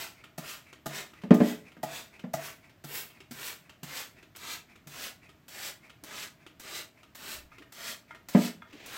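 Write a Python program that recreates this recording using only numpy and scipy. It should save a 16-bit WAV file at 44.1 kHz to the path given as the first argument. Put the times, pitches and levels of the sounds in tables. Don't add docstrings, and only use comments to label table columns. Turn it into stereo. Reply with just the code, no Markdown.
import sys
import numpy as np
from scipy import signal
from scipy.fft import rfft, irfft, next_fast_len
from scipy.io import wavfile

SR = 44100
rng = np.random.default_rng(int(sys.argv[2]) if len(sys.argv) > 2 else 0)


def to_wav(s):
    ch = np.atleast_2d(s).T
    pcm = np.round(np.clip(ch, -1, 1) * 32767)
    wavfile.write(sys.argv[1], SR, pcm.astype(np.int16))


N = 395577

# valve opens/s, pressed/s, hiss/dB, extra patter/dB, extra sizzle/dB, spit/dB
SQUEEZES = [(-0.14, 0.16, -36, 3, 3, -37), (0.378, 0.13, -37.5, 1.5, 3, -31.5),
            (0.858, 0.12, -36, 5, 0.5, -29.5), (1.339, 0.15, -38.5, 4, 4, -31.5),
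            (1.829, 0.14, -38, 3.3, 2.5, -31.5), (2.334, 0.13, -39.5, 5, 6, -28),
            (2.839, 0.14, -35.5, 1.5, 11, -37), (3.309, 0.17, -36, 0.5, 7, -34),
            (3.83, 0.16, -35.5, 2, 4, -32.5), (4.359, 0.17, -35, 1, 1.5, -38.5),
            (4.870, 0.19, -35.5, -0.5, 2.5, -38.5), (5.481, 0.19, -34.5, -0.9, 3.5, -37),
            (6.036, 0.19, -36, 1.5, -0.5, -36.5), (6.596, 0.19, -35.5, 0.9, 1, -37),
            (7.148, 0.19, -36, 0.8, 4, -38.5), (7.721, 0.18, -34, 0, 2, -38.5),
            (8.285, 0.17, -34, -0.5, 1.5, -33), (8.858, 0.2, -34, 2, 3, -38)]
# f/Hz, level/dB
MIST_SPECTRUM = [(100, -20), (280, -4.5), (700, -6.5), (1050, -3.5), (1900, 1), (2600, 2), (4100, .5),
                 (5200, -1.5), (7000, -3.5), (8100, -2), (9200, -12.5), (10400, -10.5), (12400, -8),
                 (15800, -10.5)]
def mist(patter_below_hz=2100, sizzle_above_hz=10000, flight_s=0.013):
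    jet = noise(MIST_SPECTRUM) * flutter(rate_hz=800, depth_db=1.4)
    out = np.zeros((2, N))
    for opens_s, pressed_s, level_db, patter_db, sizzle_db, _ in SQUEEZES:
        now = slice(max(int(opens_s * SR), 0), min(int((opens_s + pressed_s + .5) * SR), N))
        t = np.arange(now.start, now.stop) / SR
        hz = np.fft.rfftfreq(len(t), 1 / SR)
        low = 1 / (1 + (hz / patter_below_hz) ** 4)
        top = 1 - 1 / (1 + (hz / sizzle_above_hz) ** 6)
        spectrum = rfft(wall_reflections(jet[:, now]))
        hiss = irfft(spectrum * (1 - low) * from_db(sizzle_db * top), len(t))
        hiss *= squeeze(t, opens_s, pressed_s, usual_swell_db=17.5, rounding=1.06)
        patter = irfft(spectrum * low, len(t))
        patter *= squeeze(t - flight_s, opens_s, pressed_s, usual_swell_db=15.5, rounding=3.6)
        out[:, now] += from_db(level_db - 1) * hiss + from_db(level_db + patter_db - 2) * patter
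    return out


# t/s, fall/(dB/s)
SPRAY_FALL = [(0, 213), (3.8, 229), (4.4, 298)]
def squeeze(t, opens_s, pressed_s, usual_swell_db, rounding):
    usual_press_s, valve_s, hold_s, release_s = 0.18, 0.012, 0.018, 0.021
    age = np.maximum(t - opens_s, 0)
    swell_db = usual_swell_db * (usual_press_s / pressed_s) ** 0.9
    swell_left = np.clip(1 - age / (pressed_s - hold_s), 0, 1) ** rounding
    falling_s = np.hypot(np.maximum(age - pressed_s, 0), release_s) - release_s
    fall_db_per_s = np.interp(opens_s, *np.transpose(SPRAY_FALL))
    return (1 - np.exp(-age / valve_s)) * from_db(-swell_db * swell_left - fall_db_per_s * falling_s)


# f/Hz, level/dB
SPIT_SPECTRUM = [(400, -0.5), (1500, 4), (4000, 1.5), (8000, 2), (9300, -4), (12000, -1), (16000, 1)]
def spits():
    opens_s, *_, spit_db = np.transpose(SQUEEZES)
    envelope = bursts(opens_s, spit_db, t60_s=0.078, attack_s=0.0024)
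    return envelope * noise(SPIT_SPECTRUM) * flutter(rate_hz=830, depth_db=4)


# home/s, click/dB, suction/dB, suction f/Hz
RETURNS = [(0.238, -42, -54, 2270), (0.728, -42.5, -52, 2260), (1.216, -47, -53.5, 1900),
           (1.717, -49.5, -52.5, 2474), (2.193, -42, -52, 2440), (2.695, -50.5, -54.5, 2254),
           (3.203, -43.5, -55.5, 2234), (3.694, -42, -59, 1596), (4.227, -47, -53, 1886),
           (4.755, -48, -53.5, 2240), (5.291, -46, -53.5, 2420), (5.896, -42.5, -51.5, 2186),
           (6.464, -41.5, -59, 1670), (7.031, -48.5, -57, 2260), (7.582, -44, -53.5, 2190),
           (8.147, -43, -57.5, 2250)]
def trigger():
    times_s, click_db, *_ = np.transpose(RETURNS)
    return ticks(times_s, click_db + 1) + spray_head(times_s, click_db - 15)


# f/Hz, level/dB
SUCTION_SPECTRUM = [(300, -9), (900, -7), (1600, -8.5), (1950, -1.5), (2250, 0.5), (2550, 0), (3000, -13.5),
                    (5000, -14.5), (9000, -22.5), (16000, -29.5)]
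def suction(lead_s=0.042, half_length_s=0.019, bandwidth_hz=220, glide_hz_per_s=2200):
    t, swell, phase = clock(), np.zeros(N), np.zeros(N)
    for home_s, _, level_db, hz in RETURNS:
        middle_s = home_s - lead_s
        now = abs(t - middle_s) < .15
        offset_s = t[now] - middle_s
        swell[now] = from_db(level_db) / np.sqrt(1 + (offset_s / half_length_s) ** 6)
        phase[now] = 2 * np.pi * (hz * offset_s + .5 * glide_hz_per_s * offset_s ** 2)
    wobble = band(rng.standard_normal((2, 2, N)), "low", bandwidth_hz / 2)
    chirr = rms_one(wobble[0] * np.cos(phase) + wobble[1] * np.sin(phase))
    flow = from_db(-7.5) * chirr + from_db(-4) * noise(SUCTION_SPECTRUM)
    return swell * flow * flutter(rate_hz=180, depth_db=1.5)


# f/Hz, level/dB
TICK_SPECTRUM = [(150, -16.5), (330, 7), (600, -8.5), (1100, -1), (1700, -4.5), (2700, 6.5), (3500, 2),
                 (4500, -2), (7500, -3.5), (9500, -8.5), (16000, -11)]
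def ticks(times_s, levels_db, split_hz=4500, attack_s=0.0015):
    rattle = noise(TICK_SPECTRUM) * flutter(rate_hz=480, depth_db=2.5)
    body = rms_one(band(rattle, "low", split_hz, passes=2))
    body *= bursts(times_s, levels_db, t60_s=0.055, attack_s=attack_s)
    edge = rms_one(band(rattle, "high", split_hz))
    edge *= bursts(times_s, levels_db - 10.5, t60_s=0.056, attack_s=attack_s)
    return body + edge


# f/Hz, level/dB, t60/s
HEAD_MODES = [(645, -9, 0.053), (944, 0, 0.042), (1246, 5, 0.054), (1400, 4, 0.038), (1610, 2.5, 0.039),
              (1856, 2, 0.054), (2123, 1, 0.041), (2450, -4.5, 0.027), (3384, -5.5, 0.027)]
def spray_head(times_s, levels_db):
    return sum(strike(at_s, HEAD_MODES, [db] * len(HEAD_MODES), contact_s=0.00067, spread_db=2)
               for at_s, db in zip(times_s, levels_db))


# t/s, thump/dB, clack/dB
JOLTS = [(.381, -33, -35.5), (.859, -30.5, -29), (1.833, -26.5, -24), (2.338, -26.5, -25),
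         (2.842, -36, -47), (3.309, -36.5, -53), (3.830, -36.5, -55), (4.864, -44, -56)]
# f/Hz, level/dB, t60/s
BOTTLE_MODES = [(145.3, -6, 0.45), (165.7, 1, 0.085), (236.7, -2, 0.11), (310, -8.5, 0.095),
                (457, -17, 0.15), (659, 4, 0.072), (723, -4, 0.088), (842, -7.5, 0.11), (1228, -4.5, 0.067),
                (1400, -18, 0.078), (1893, -3, 0.026)]
def bottle(thump_below_hz=400):
    is_low = np.array(BOTTLE_MODES)[:, 0] < thump_below_hz
    out = np.zeros((2, N))
    for at_s, thump_db, clack_db in JOLTS:
        levels_db = np.where(is_low, thump_db, clack_db)
        out += strike(at_s, BOTTLE_MODES, levels_db, contact_s=0.002, spread_db=3)
    return out


# t/s, low boom/dB, upper ring/dB
KNOCKS = [(1.236, -31.5, -38.5), (1.307, -7.5, -12), (1.403, -13, -17), (1.767, -46.5, -49),
          (2.239, -31, -50), (6.030, -63, -46), (7.600, -69, -48), (8.348, -11, -18), (8.734, -55, -44.5)]
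# f/Hz, level/dB, t60/s
TANK_MODES = [(169.7, -15.5, 0.45), (187.7, -0.5, 0.19), (212, -4.5, 0.2), (237.8, -3.5, 0.26),
              (284.4, -9, 0.35), (300.3, -4.5, 0.23), (350, -14, 0.32), (425, -9.5, 0.34),
              (485, -11.5, 0.11), (561.7, -16.5, 0.26), (619, -21, 0.1), (648, -10, 0.13), (705, -29, 0.11),
              (844, -26, 0.35), (1217, -24, 0.34), (1730, -41, 0.19), (1930, -28, 0.13)]
# f/Hz, level/dB
CRACK_SPECTRUM = [(25, -12), (60, -14), (110, -30), (200, -5), (600, 16), (800, 7), (1000, 1), (1350, -6),
                  (1800, -1), (2800, -11.5), (6000, -25), (16000, -45)]
def tank(boom_below_hz=260, dull_above_hz=400, hard_knock_db=-8, dulling_db_per_db=0.11):
    hz, walls = np.array(TANK_MODES)[:, 0], np.zeros((2, N))
    for at_s, boom_db, ring_db in KNOCKS:
        dull_db = dulling_db_per_db * (hard_knock_db - ring_db) * (hz > dull_above_hz)
        levels_db = np.where(hz < boom_below_hz, boom_db, ring_db) - dull_db
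        walls += strike(at_s, TANK_MODES, levels_db, contact_s=0.0029, spread_db=0.96)
    walls *= from_db([[-1.4], [1.2]])
    times_s, booms_db, _ = np.transpose(KNOCKS)
    crack = bursts(times_s, booms_db - 11, t60_s=0.14, attack_s=0.00025) * noise(CRACK_SPECTRUM)
    return walls + crack


# t/s, ring/dB, tick/dB
TAPS = [(1.134, -57, -49), (1.235, -61, -46), (1.767, -55, -54), (3.101, -69, -45), (4.350, -57, -49),
        (7.518, -52, -63), (7.621, -57, -47), (8.108, -41.5, -49), (8.620, -44.5, -56), (8.727, -70, -43.5)]
def finger_taps():
    times_s, ring_db, tick_db = np.transpose(TAPS)
    return spray_head(times_s, ring_db) + ticks(times_s, tick_db)


# f/Hz, level/dB
SLEEVE_SPECTRUM = [(150, -8), (380, 2.5), (700, -2.5), (1200, -9), (2200, 3), (3800, -3), (7500, -13.5),
                   (10000, -26), (16000, -19)]
def sleeve(start_s=8.65, rise_s=0.16, level_db=-50):
    moving = np.clip((clock() - start_s) / rise_s, 0, 1)
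    return from_db(level_db) * moving * noise(SLEEVE_SPECTRUM) * flutter(rate_hz=240, depth_db=2.5)


def wall_reflections(x, strength=0.27, longest_s=0.006, count=10):
    lags = (rng.uniform(.0002, longest_s, (2, count)) * SR).astype(int)
    gains = strength * rng.standard_normal((2, count))
    reflected = [sum(gain * np.roll(x[side], lag) for gain, lag in zip(gains[side], lags[side]))
                 for side in range(2)]
    return (x + reflected) / np.sqrt(1 + np.sum(gains ** 2, axis=1, keepdims=True))


def tank_air(spray, resonance_hz=643, width_hz=49):
    b, a = signal.iirpeak(resonance_hz, resonance_hz / width_hz, fs=SR)
    return signal.lfilter(b, a, spray)


# f/Hz, t60/s
ROOM_DECAY = [(150, 0.56), (600, 0.36), (2500, 0.3), (7000, 0.21), (15000, 0.23)]
def room(x, build_s=0.0021):
    age, edges_hz = np.arange(SR // 2) / SR, np.geomspace(80, 18000, num=8)
    echo = np.zeros((2, len(age)))
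    for low_hz, high_hz in zip(edges_hz, edges_hz[1:]):
        bandpass = signal.butter(2, [low_hz, high_hz], "band", fs=SR, output="sos")
        t60_s = at_hz(ROOM_DECAY, np.sqrt(low_hz * high_hz))
        echo += signal.sosfilt(bandpass, rng.standard_normal(echo.shape)) * from_db(-60 * age / t60_s)
    echo *= 1 - np.exp(-age / build_s)
    echo /= np.sqrt(np.sum(echo ** 2) / 2)
    return signal.fftconvolve(x, echo, axes=1)[:, :N]


# f/Hz, level/dB
QUIET_SPECTRUM = [(15, -31), (25, -20), (48, -5), (102, 3), (317, -3.5), (531, -14.5), (641, -4),
                  (754, -13.5), (2220, -15), (5570, -24.5), (7920, -27), (9570, -35.5), (14800, -23.5),
                  (16000, -37)]
# f/Hz, level/dB
BUMP_SPECTRUM = [(20, -7), (45, -8), (62, 5), (100, -18), (200, -40.5), (1000, -69)]
def background():
    bump = bursts(times_s=[7.33], levels_db=[-50], t60_s=0.75, attack_s=0.044)
    return from_db(-61) * noise(QUIET_SPECTRUM) + bump * noise(BUMP_SPECTRUM)


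# f/Hz, correlation
STEREO_LIKENESS = [(60, 0.8), (300, 1), (640, 0.53), (1400, 0.66), (3000, 0), (15000, 0.1)]
# f/Hz, level/dB
STEREO_BALANCE = [(100, 2), (270, -3.5), (700, -2), (1300, -3), (5500, -3), (7800, -2.5), (8900, 5),
                  (10200, 4), (12000, 3), (14500, -1)]
def noise(spectrum):
    size = next_fast_len(N)
    hz = np.arange(size // 2 + 1) * SR / size
    mid, side = rfft(rng.standard_normal((2, size)))
    alike = np.clip(at_hz(STEREO_LIKENESS, hz), -1, 1)
    sign = np.array([[1], [-1]])
    pair = np.sqrt(1 + alike) * mid + sign * np.sqrt(1 - alike) * side
    colour_db = at_hz(spectrum, hz) + sign * at_hz(STEREO_BALANCE, hz) / 2
    return rms_one(irfft(pair * from_db(colour_db), size)[:, :N])


def strike(at_s, modes, levels_db, contact_s, spread_db):
    out, start = np.zeros((2, N)), int(at_s * SR)
    longest_t60_s = max(t60_s for *_, t60_s in modes)
    age = np.arange(min(int(2 * longest_t60_s * SR), N - start)) / SR
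    now = slice(start, start + len(age))
    for (hz, mode_db, t60_s), level_db in zip(modes, levels_db):
        gain_skew, phase_skew = min(hz / 1100, 2) * rng.standard_normal((2, 2, 1))
        gain = from_db(level_db + mode_db + spread_db * (rng.standard_normal() + gain_skew))
        phase = phase_skew + rng.normal(0, 0.65)
        out[:, now] += gain * np.sin(2 * np.pi * hz * age + phase) * from_db(-60 * age / t60_s)
    out[:, now] *= 1 - np.exp(-age / contact_s)
    return out


def bursts(times_s, levels_db, t60_s, attack_s):
    out, t = np.zeros(N), clock()
    for at_s, level_db in zip(times_s, levels_db):
        now = slice(*np.searchsorted(t, [at_s, at_s + 2 * t60_s]))
        age = t[now] - at_s
        out[now] += (1 - np.exp(-age / attack_s)) * from_db(level_db - 60 * age / t60_s)
    return out


def flutter(rate_hz, depth_db):
    steps = rng.standard_normal(N // 4)
    wander = np.interp(clock() * rate_hz, np.arange(len(steps)), steps)
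    return rms_one(from_db(depth_db * wander))


def band(x, kind, hz, passes=1):
    sos = signal.butter(2, hz, kind, fs=SR, output="sos")
    return signal.sosfilt(np.tile(sos, (passes, 1)), x)


def at_hz(points, hz):
    points_hz, values = np.transpose(points)
    return np.interp(np.log(np.maximum(hz, 1)), np.log(points_hz), values)


def from_db(db):
    return 10 ** (np.asarray(db) / 20)


def rms_one(x):
    return x / np.sqrt(np.mean(x ** 2) + 1e-20)


def clock():
    return np.arange(N) / SR


def scene():
    spray = mist()
    hiss = spray + tank_air(spray) + sleeve()
    clicks = spits() + trigger() + suction() + finger_taps()
    struck = from_db(-2.5) * bottle() + tank()
    blows = from_db(2) * band(struck, "high", hz=128, passes=2)
    blows += from_db(-10) * band(struck, "low", hz=55)
    to_room = from_db(-13.5) * hiss + from_db(-3.5) * clicks + from_db(-8) * band(blows, "high", hz=360)
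    return hiss + clicks + blows + room(to_room) + background()


def record(dry):
    cutoff_hz = 15900
    return signal.sosfilt(signal.ellip(10, .2, 80, cutoff_hz, fs=SR, output="sos"), dry)


dry = scene()
out = record(dry)
to_wav(out)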